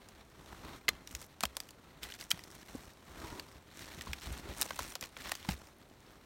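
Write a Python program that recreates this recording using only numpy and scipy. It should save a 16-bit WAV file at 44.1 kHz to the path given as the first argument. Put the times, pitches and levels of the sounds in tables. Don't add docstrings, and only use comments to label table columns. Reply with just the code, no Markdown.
import sys
import numpy as np
from scipy import signal
from scipy.fft import rfft, irfft, next_fast_len
from scipy.io import wavfile

SR = 44100
rng = np.random.default_rng(int(sys.argv[2]) if len(sys.argv) > 2 else 0)


def store_wav(level_fs):
    pcm = np.round(np.clip(np.atleast_2d(level_fs), -1, 1) * 32767)
    wavfile.write(sys.argv[1], SR, pcm.T.astype(np.int16))


N = 275625

# [f/Hz, level/dB per Hz]
FOREST_SPECTRUM = [(22, 3), (60, 2.5), (130, 0.5), (350, -1.5), (500, -4.5), (1000, -9), (2000, -18),
                   (3000, -21), (6000, -27.5), (10400, -28), (16000, -32)]
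FOREST_DB = -62
CUTOFF_HZ = 16000
# [start t/s, end t/s, rasp level/dB, rasp f/Hz]
SOLE_SLIDES = [(0.658, 0.76, -63, 1010), (3.196, 3.424, -57.5, 957), (4.456, 4.525, -57, 556)]
# [t/s, heel level/dB, heel f/Hz, weight level/dB]
FOOTFALL_HITS = [(0.891, -34, 438, -40.5), (1.123, -53.5, 200, -42.5), (1.4342, -28, 220, -42),
                 (2.334, -38, 160, -60), (2.749, -28, 252, -54), (3.536, -64, 204, -48),
                 (3.975, -39.5, 165, -48), (4.070, -37.5, 207.5, -33), (4.25, -52, 200.6, -34.5),
                 (4.286, -46, 199.7, -32), (4.473, -52, 200.4, -37.5), (5.023, -47, 112, -57),
                 (5.4865, -21, 185, -31.5), (5.911, -43.5, 322, -65)]
WEIGHT_LAG_S, SOIL_HZ = 0.016, 65
HEEL_SWINGS, SOIL_SWINGS = 8.7, 12.7
# [f/Hz, starting level/dB]
SNAP_TONES = [(470, -34), (1210, -27.5), (2090, -34.5), (3570, -28), (4110, -27)]
SNAP_TONES_AT_S, SNAP_TONES_T60_S = .8885, 0.031
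# [t/s, ring f/Hz, wooden knock level/dB, crack level/dB, splinter level/dB]
TWIG_SNAPS = [(0.087, 6550, -60, -60.5, -57), (0.8814, 2020, -42, -24, -42), (0.8879, 2000, -39, -25, -28),
              (1.0737, 5860, -65, -46.5, -50), (1.1500, 6660, -58, -38.5, -41),
              (1.2154, 9600, -67.5, -59, -51), (1.4068, 8650, -46, -38, -41.5),
              (1.4286, 2330, -56, -46, -44), (1.4339, 1010, -29, -28.5, -32),
              (1.4529, 3140, -42, -34.5, -36.5), (1.5677, 3700, -40.5, -40, -35),
              (1.602, 4650, -52, -41.5, -41), (1.689, 2860, -65, -54, -57), (1.7068, 4660, -56, -60, -52),
              (2.032, 3200, -62.5, -41.5, -47), (2.0385, 3530, -70, -46, -52),
              (2.1213, 2960, -65, -44, -56), (2.139, 6100, -70, -47, -53), (2.2104, 4726, -63.5, -45, -51),
              (2.3050, 5500, -62.5, -56, -36), (2.3086, 5700, -50, -31, -43),
              (2.3134, 3080, -43, -24.5, -28.5), (2.3917, 2044, -55.5, -48, -54.5),
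              (2.4376, 5130, -69.5, -51.5, -53.5), (3.396, 4430, -49.5, -40, -47.5),
              (4.0098, 1960, -56, -40.5, -48), (4.0193, 6060, -65, -52, -49.5),
              (4.069, 1047, -44, -56, -73), (4.1316, 2302, -48.5, -34.5, -42.5),
              (4.3259, 8400, -50.5, -65, -51), (4.6133, 10800, -43, -37, -30),
              (4.6193, 3700, -38, -33, -30), (4.6274, 3840, -50, -40, -36), (4.656, 7140, -42, -58, -52),
              (4.7058, 1540, -35, -38, -48.5), (4.7628, 2510, -51, -51, -49.5),
              (4.7903, 1190, -33.5, -39, -38.5), (4.9212, 5940, -52, -49, -53),
              (4.9535, 4250, -41.5, -40, -40), (5.01, 6250, -66, -48, -43.5),
              (5.0251, 2000, -43.5, -40, -47), (5.0378, 6100, -56, -41, -51), (5.1664, 2100, -47, -43, -59),
              (5.2568, 4260, -43, -47, -57), (5.2691, 4330, -46, -46, -60),
              (5.2934, 1457, -45.5, -44.5, -45), (5.3174, 1830, -33.5, -32, -34.5),
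              (5.3522, 6090, -51, -43, -46), (5.4475, 1020, -49, -48, -59), (5.488, 856, -39, -33.5, -43)]
TEAR_S, TEAR_AT_DB, TEAR_DOUBLES_DB = 0.0016, -38, 25.5
THIN_HZ, THIN_POWER = 3000, 0.44
SPRIGS_PER_S, SPRIG_OVER_DB, SPRIG_SPREAD_DB = 32, 1, 1.5
SPRIG_LOW_HZ, SPRIG_HIGH_HZ = 1300, 7700
# [f/Hz, level/dB per Hz]
SCUFF_SPECTRUM = [(25, -0.5), (60, 7.5), (120, -1.5), (240, -1.5), (340, -2), (480, -7.5), (700, -7),
                  (1000, -6.5), (1400, -9), (2200, -24), (4000, -64)]
NEEDLE_SPECTRUM = [(700, -8.5), (1300, 1), (1900, 5), (2800, 0.5), (4200, 1.5), (5500, -11.5), (8000, -14)]
FLAKE_SPECTRUM = [(3500, -32), (5500, 5), (6700, 0.5), (9200, -1.5), (12000, -5.5), (16000, -12)]
# [full-level start t/s, hold t/s, scuff level/dB, rustle level/dB, crisp level/dB]
FOOT_STROKES = [(0.053, 0.17, -63, -66.5, -77.5), (0.461, 0.32, -56.5, -63.5, -68),
                (0.653, 0.091, -52, -57, -71), (0.907, 0.11, -58, -68, -78),
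                (1.106, 0.15, -60.5, -63.5, -62.5), (1.568, 0.12, -67, -68.5, -70),
                (1.794, 0.29, -63, -71.5, -85), (2.027, 0.03, -56.5, -51, -59),
                (2.085, 0.074, -62.5, -57, -63), (2.36, 0.20, -62, -64, -65.5),
                (2.586, 0.33, -62.5, -63.5, -67.5), (2.2, 0.031, -60, -52.5, -53.5),
                (2.706, 0.076, -57, -61.5, -62.5), (3.126, 0.43, -59.5, -63.5, -69),
                (3.199, 0.19, -51.5, -55.5, -62), (3.771, 0.062, -60.5, -55, -61.5),
                (3.867, 0.32, -57.5, -56.5, -63.5), (4.223, 0.047, -55.5, -51.5, -57),
                (4.282, 0.119, -53, -54.5, -60), (4.442, 0.076, -52, -53.5, -64),
                (4.572, 0.08, -50.5, -51.5, -53), (4.687, 0.24, -58, -55.5, -58),
                (4.801, 0.061, -55.5, -52.5, -58), (5.02, 0.038, -56, -55, -59),
                (5.205, 0.13, -55, -52, -59), (5.397, 0.09, -60, -54.5, -60),
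                (5.569, 0.13, -61.5, -67, -68), (6.079, 0.09, -66.5, -71, -78),
                (5.488, 0.035, -50.5, -46.5, -54.5)]
STROKE_RISE_SHARE, STROKE_RELEASE_S = 0.35, 0.02
# [scuff, rustle, crisp level/dB]
STIR_LEVELS_DB = [-68, -68, -76]


def from_db(db):
    return np.exp(np.asarray(db) * np.log(10) / 20)


def rms_one(x):
    return x / np.sqrt(np.mean(x ** 2) + 1e-20)


def drift(rate):
    step = 40
    r = np.exp(-2 * step * np.pi * rate / SR)
    noise = rng.standard_normal(N // step + 2002)
    slow = signal.lfilter([1], [1, -2 * r, r * r], noise)[2000:]
    return np.interp(np.arange(N) / step, np.arange(len(slow)), rms_one(slow))


def band(x, low_hz, high_hz, order=2):
    sos = signal.butter(order, [low_hz, min(high_hz, .45 * SR)], "band", fs=SR, output="sos")
    return signal.sosfilt(sos, x)


def resonate(x, hz, q):
    hz = min(hz, .4 * SR)
    r = np.exp(-np.pi * hz / q / SR)
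    zeros = np.array([1, 0, -1]) * (1 - r * r) / 2
    poles = [1, -2 * r * np.cos(2 * np.pi * hz / SR), r * r]
    return signal.lfilter(zeros, poles, x)


def colour(x, spectrum):
    hz, level_db = np.transpose(spectrum)
    size = next_fast_len(N)
    f = np.maximum(np.fft.rfftfreq(size, 1 / SR), 1)
    gain = from_db(np.interp(np.log(f), np.log(hz), level_db))
    return rms_one(irfft(rfft(x, size) * gain, size)[:N])


def add(out, s, sound):
    at = max(round(s * SR), 0)
    out[at:at + len(sound)] += sound[:max(N - at, 0)]


def forest_hush():
    return from_db(FOREST_DB) * colour(rng.standard_normal(N), FOREST_SPECTRUM)


def trunks(x, wet_db=-33):
    t = np.arange(SR) / SR
    fade = from_db(-60 * t / .6) * (t > .008)
    echoes = band(rng.standard_normal(SR), 360, 9000, order=1) * fade
    return from_db(wet_db) * signal.fftconvolve(x, echoes / np.linalg.norm(echoes))[:N]


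def slides(rise_s=0.0064, fall_s=0.01, sole_hz=310, sole_db=1.0):
    out = np.zeros(N)
    for start, end, db, hz in SOLE_SLIDES:
        t = np.arange(max(round((end - start) * SR), SR // 100)) / SR
        slips = rng.standard_normal(len(t)) * (rng.random(len(t)) < 900 / SR)
        rasp = rms_one(resonate(resonate(slips, hz, 8.9), hz, 8.9))
        drum = rms_one(resonate(resonate(slips, sole_hz, 1.8), sole_hz, 1.8))
        envelope = np.minimum(1, np.minimum(t / rise_s, (t[-1] - t) / fall_s))
        add(out, start, from_db(db) * envelope * (rasp + from_db(sole_db) * drum))
    return out


def thud(db, hz, swings, rise_s=0.0024, crumble_db=-9):
    t = np.arange(SR // 3) / SR
    crumble = rms_one(band(rng.standard_normal(len(t)), .5 * hz, 2.15 * hz))
    swing = np.sin(2 * np.pi * hz * t) + from_db(crumble_db) * crumble
    decay = from_db(db - 60 * t * hz / swings)
    return swing * decay * (1 - np.exp(-t / rise_s))


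def footfalls():
    out = np.zeros(N)
    for s, heel_db, heel_hz, weight_db in FOOTFALL_HITS:
        add(out, s, thud(heel_db, heel_hz, HEEL_SWINGS))
        add(out, s + WEIGHT_LAG_S, thud(weight_db, SOIL_HZ, SOIL_SWINGS))
    return out


def snap_tones():
    out, t = np.zeros(N), np.arange(SR // 10) / SR
    tones = sum(from_db(db) * np.sin(2 * np.pi * hz * t) for hz, db in SNAP_TONES)
    add(out, SNAP_TONES_AT_S, tones * from_db(-60 * t / SNAP_TONES_T60_S))
    return out


def stroke_levels():
    t = np.arange(N) / SR
    power = np.outer(from_db(STIR_LEVELS_DB) ** 2, np.ones(N))
    for start, length, *levels_db in FOOT_STROKES:
        swell = np.exp(np.clip((t - start) / (STROKE_RISE_SHARE * length), -20, 0))
        release = np.exp(-np.clip((t - start - length) / STROKE_RELEASE_S, 0, 20))
        power += np.outer(from_db(levels_db), swell * release) ** 2
    return 10 * np.log10(power)


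def snap(bank, hz, knock_db, crack_db, splinter_db, tear_s, ring_db=6, ring_q=10, ring_octaves=0.4,
         scatter_db=-17, scatter_s=0.0078, ragged_db=2.5):
    t = np.arange(SR // 18) / SR
    attack = t < .0047
    fibres = rng.standard_normal(len(t)) * from_db(ragged_db * rng.standard_normal(len(t)))
    volley = fibres * (1 - np.exp(-t / (0.23 * tear_s))) * np.exp(-(t / tear_s) ** 2)
    bounce = np.roll(volley, int(rng.uniform(.001, .0025) * SR))
    direct = volley + 0.47 * bounce
    scatter = rng.standard_normal(len(t)) * from_db(scatter_db) * np.exp(-t / scatter_s)
    stick = direct + 2 * resonate(direct, hz, ring_q) + scatter
    centres, filters = zip(*bank)
    slope_hz = [550, 1100, 1700, 3900, 6500, 14000]
    slope_points_db = [knock_db - 12, knock_db - 8, crack_db - 12, crack_db - 8,
                       splinter_db - 6.5, splinter_db - 8.5]
    slope_db = np.interp(np.log(centres), np.log(slope_hz), slope_points_db)
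    octaves_off = np.log2(np.array(centres) / hz)
    levels_db = slope_db + ring_db * np.exp(-(octaves_off / ring_octaves) ** 2)
    out = np.zeros(len(t))
    for k, sos in enumerate(filters):
        part = signal.sosfilt(sos, stick)
        out += (-1) ** k * from_db(levels_db[k]) * part / np.std(part[attack])
    return out


def sprigs(knock_db=-7, splinter_db=-6, count=300):
    rustle_db = stroke_levels()[1]
    rows = []
    draws = zip(rng.random((count, 3)), rng.standard_normal((count, 3)))
    for (when, chance, thinness), scatter in draws:
        here_db = rustle_db[int(when * N)]
        likely = SPRIGS_PER_S * N / SR / count * from_db(.5 * (here_db - rustle_db.max()))
        if chance < likely:
            hz = SPRIG_LOW_HZ * (SPRIG_HIGH_HZ / SPRIG_LOW_HZ) ** thinness
            base_db = here_db + SPRIG_OVER_DB + SPRIG_SPREAD_DB * scatter
            rows.append((when * N / SR, hz, *(base_db + [knock_db, 0, splinter_db])))
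    return rows


def twigs():
    edges = np.geomspace(480, 16500, 11)
    bank = [(np.sqrt(low * high), signal.butter(2, [low, high], "band", fs=SR, output="sos"))
            for low, high in zip(edges, edges[1:])]
    out = np.zeros(N)
    for s, hz, knock_db, crack_db, splinter_db in [*TWIG_SNAPS, *sprigs()]:
        strength = 2 ** ((crack_db - TEAR_AT_DB) / TEAR_DOUBLES_DB)
        tear_s = TEAR_S * strength * (THIN_HZ / hz) ** THIN_POWER
        add(out, s, snap(bank, hz, knock_db, crack_db, splinter_db, tear_s))
    return out


def grains(per_s, spread_db, decay_s):
    born = rng.random(N) < per_s * from_db(4 * drift(12)) / SR
    sizes = np.minimum(rng.exponential(1, N)[born], 3)
    power = np.zeros(N)
    power[born] = from_db(spread_db * sizes) ** 2
    power = signal.lfilter([1], [1, -np.exp(-2 / (decay_s * SR))], power + 1e-12)
    return power / power.mean()


def crunch(spectrum, breaks, share):
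    share = np.clip(share, 0, 1)
    return colour(rng.standard_normal(N) * np.sqrt(1 - share + share * breaks), spectrum)


def crackle(level_db, per_s, spread_db, count=24):
    t = np.arange(SR // 100) / SR
    fade = np.exp(-t / .0004) + .15 * np.exp(-t / .003)
    bursts = rng.standard_normal((count, len(t))) * fade
    shapes = []
    for burst, hz in zip(bursts, np.geomspace(2000, 11000, count)):
        ringing = burst + 3 * resonate(burst, hz, 7.2)
        shapes.append(rms_one(band(ringing, .5 * hz, CUTOFF_HZ, order=1)))
    busy = from_db(.5 * (level_db - level_db.max()))
    born = np.flatnonzero(rng.random(N) < per_s * busy / SR)
    ticks = np.zeros(N)
    for at, (size, kind) in zip(born, rng.random((len(born), 2))):
        strength = from_db(spread_db * size ** 2) / np.sqrt(busy[at])
        add(ticks, at / SR, strength * shapes[int(kind * count)])
    return from_db(level_db) * rms_one(ticks)


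def litter():
    scuff_db, rustle_db, crisp_db = stroke_levels()
    crush = np.clip((crisp_db - scuff_db + 14) / 12, .2, 1)
    grip = drift(52)
    needles = grains(per_s=230, spread_db=5, decay_s=.002)
    flakes = grains(per_s=400, spread_db=5, decay_s=.001)
    scuff_gain = from_db(scuff_db + 1.5 + 1.05 * grip)
    rustle_gain = from_db(rustle_db - 1.1 + 2.8 * grip)
    crisp_gain = from_db(crisp_db + 0.53 + 1.2 * grip)
    scuff = scuff_gain * crunch(SCUFF_SPECTRUM, needles, share=0.44)
    rustle = rustle_gain * crunch(NEEDLE_SPECTRUM, needles, share=0.42 * crush)
    crisp = crisp_gain * crunch(FLAKE_SPECTRUM, (needles + flakes) / 2, share=0.77 * crush)
    ticks = crush * crackle((crisp_db + rustle_db) / 2 - 1.5, per_s=130, spread_db=16)
    return scuff + rustle + crisp + ticks


def scene():
    feet = twigs() + snap_tones() + footfalls() + slides() + litter()
    return (feet + trunks(feet) + forest_hush())[None]


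def record(dry, notch_hz=10400, notch_q=7, notch_depth=0.35):
    thin = signal.sosfilt(signal.butter(2, 36, "high", fs=SR, output="sos"), dry)
    dipped = thin - notch_depth * resonate(thin, notch_hz, notch_q)
    return signal.sosfilt(signal.ellip(10, .1, 70, CUTOFF_HZ, fs=SR, output="sos"), dipped)


dry = scene()
out = record(dry)
store_wav(out)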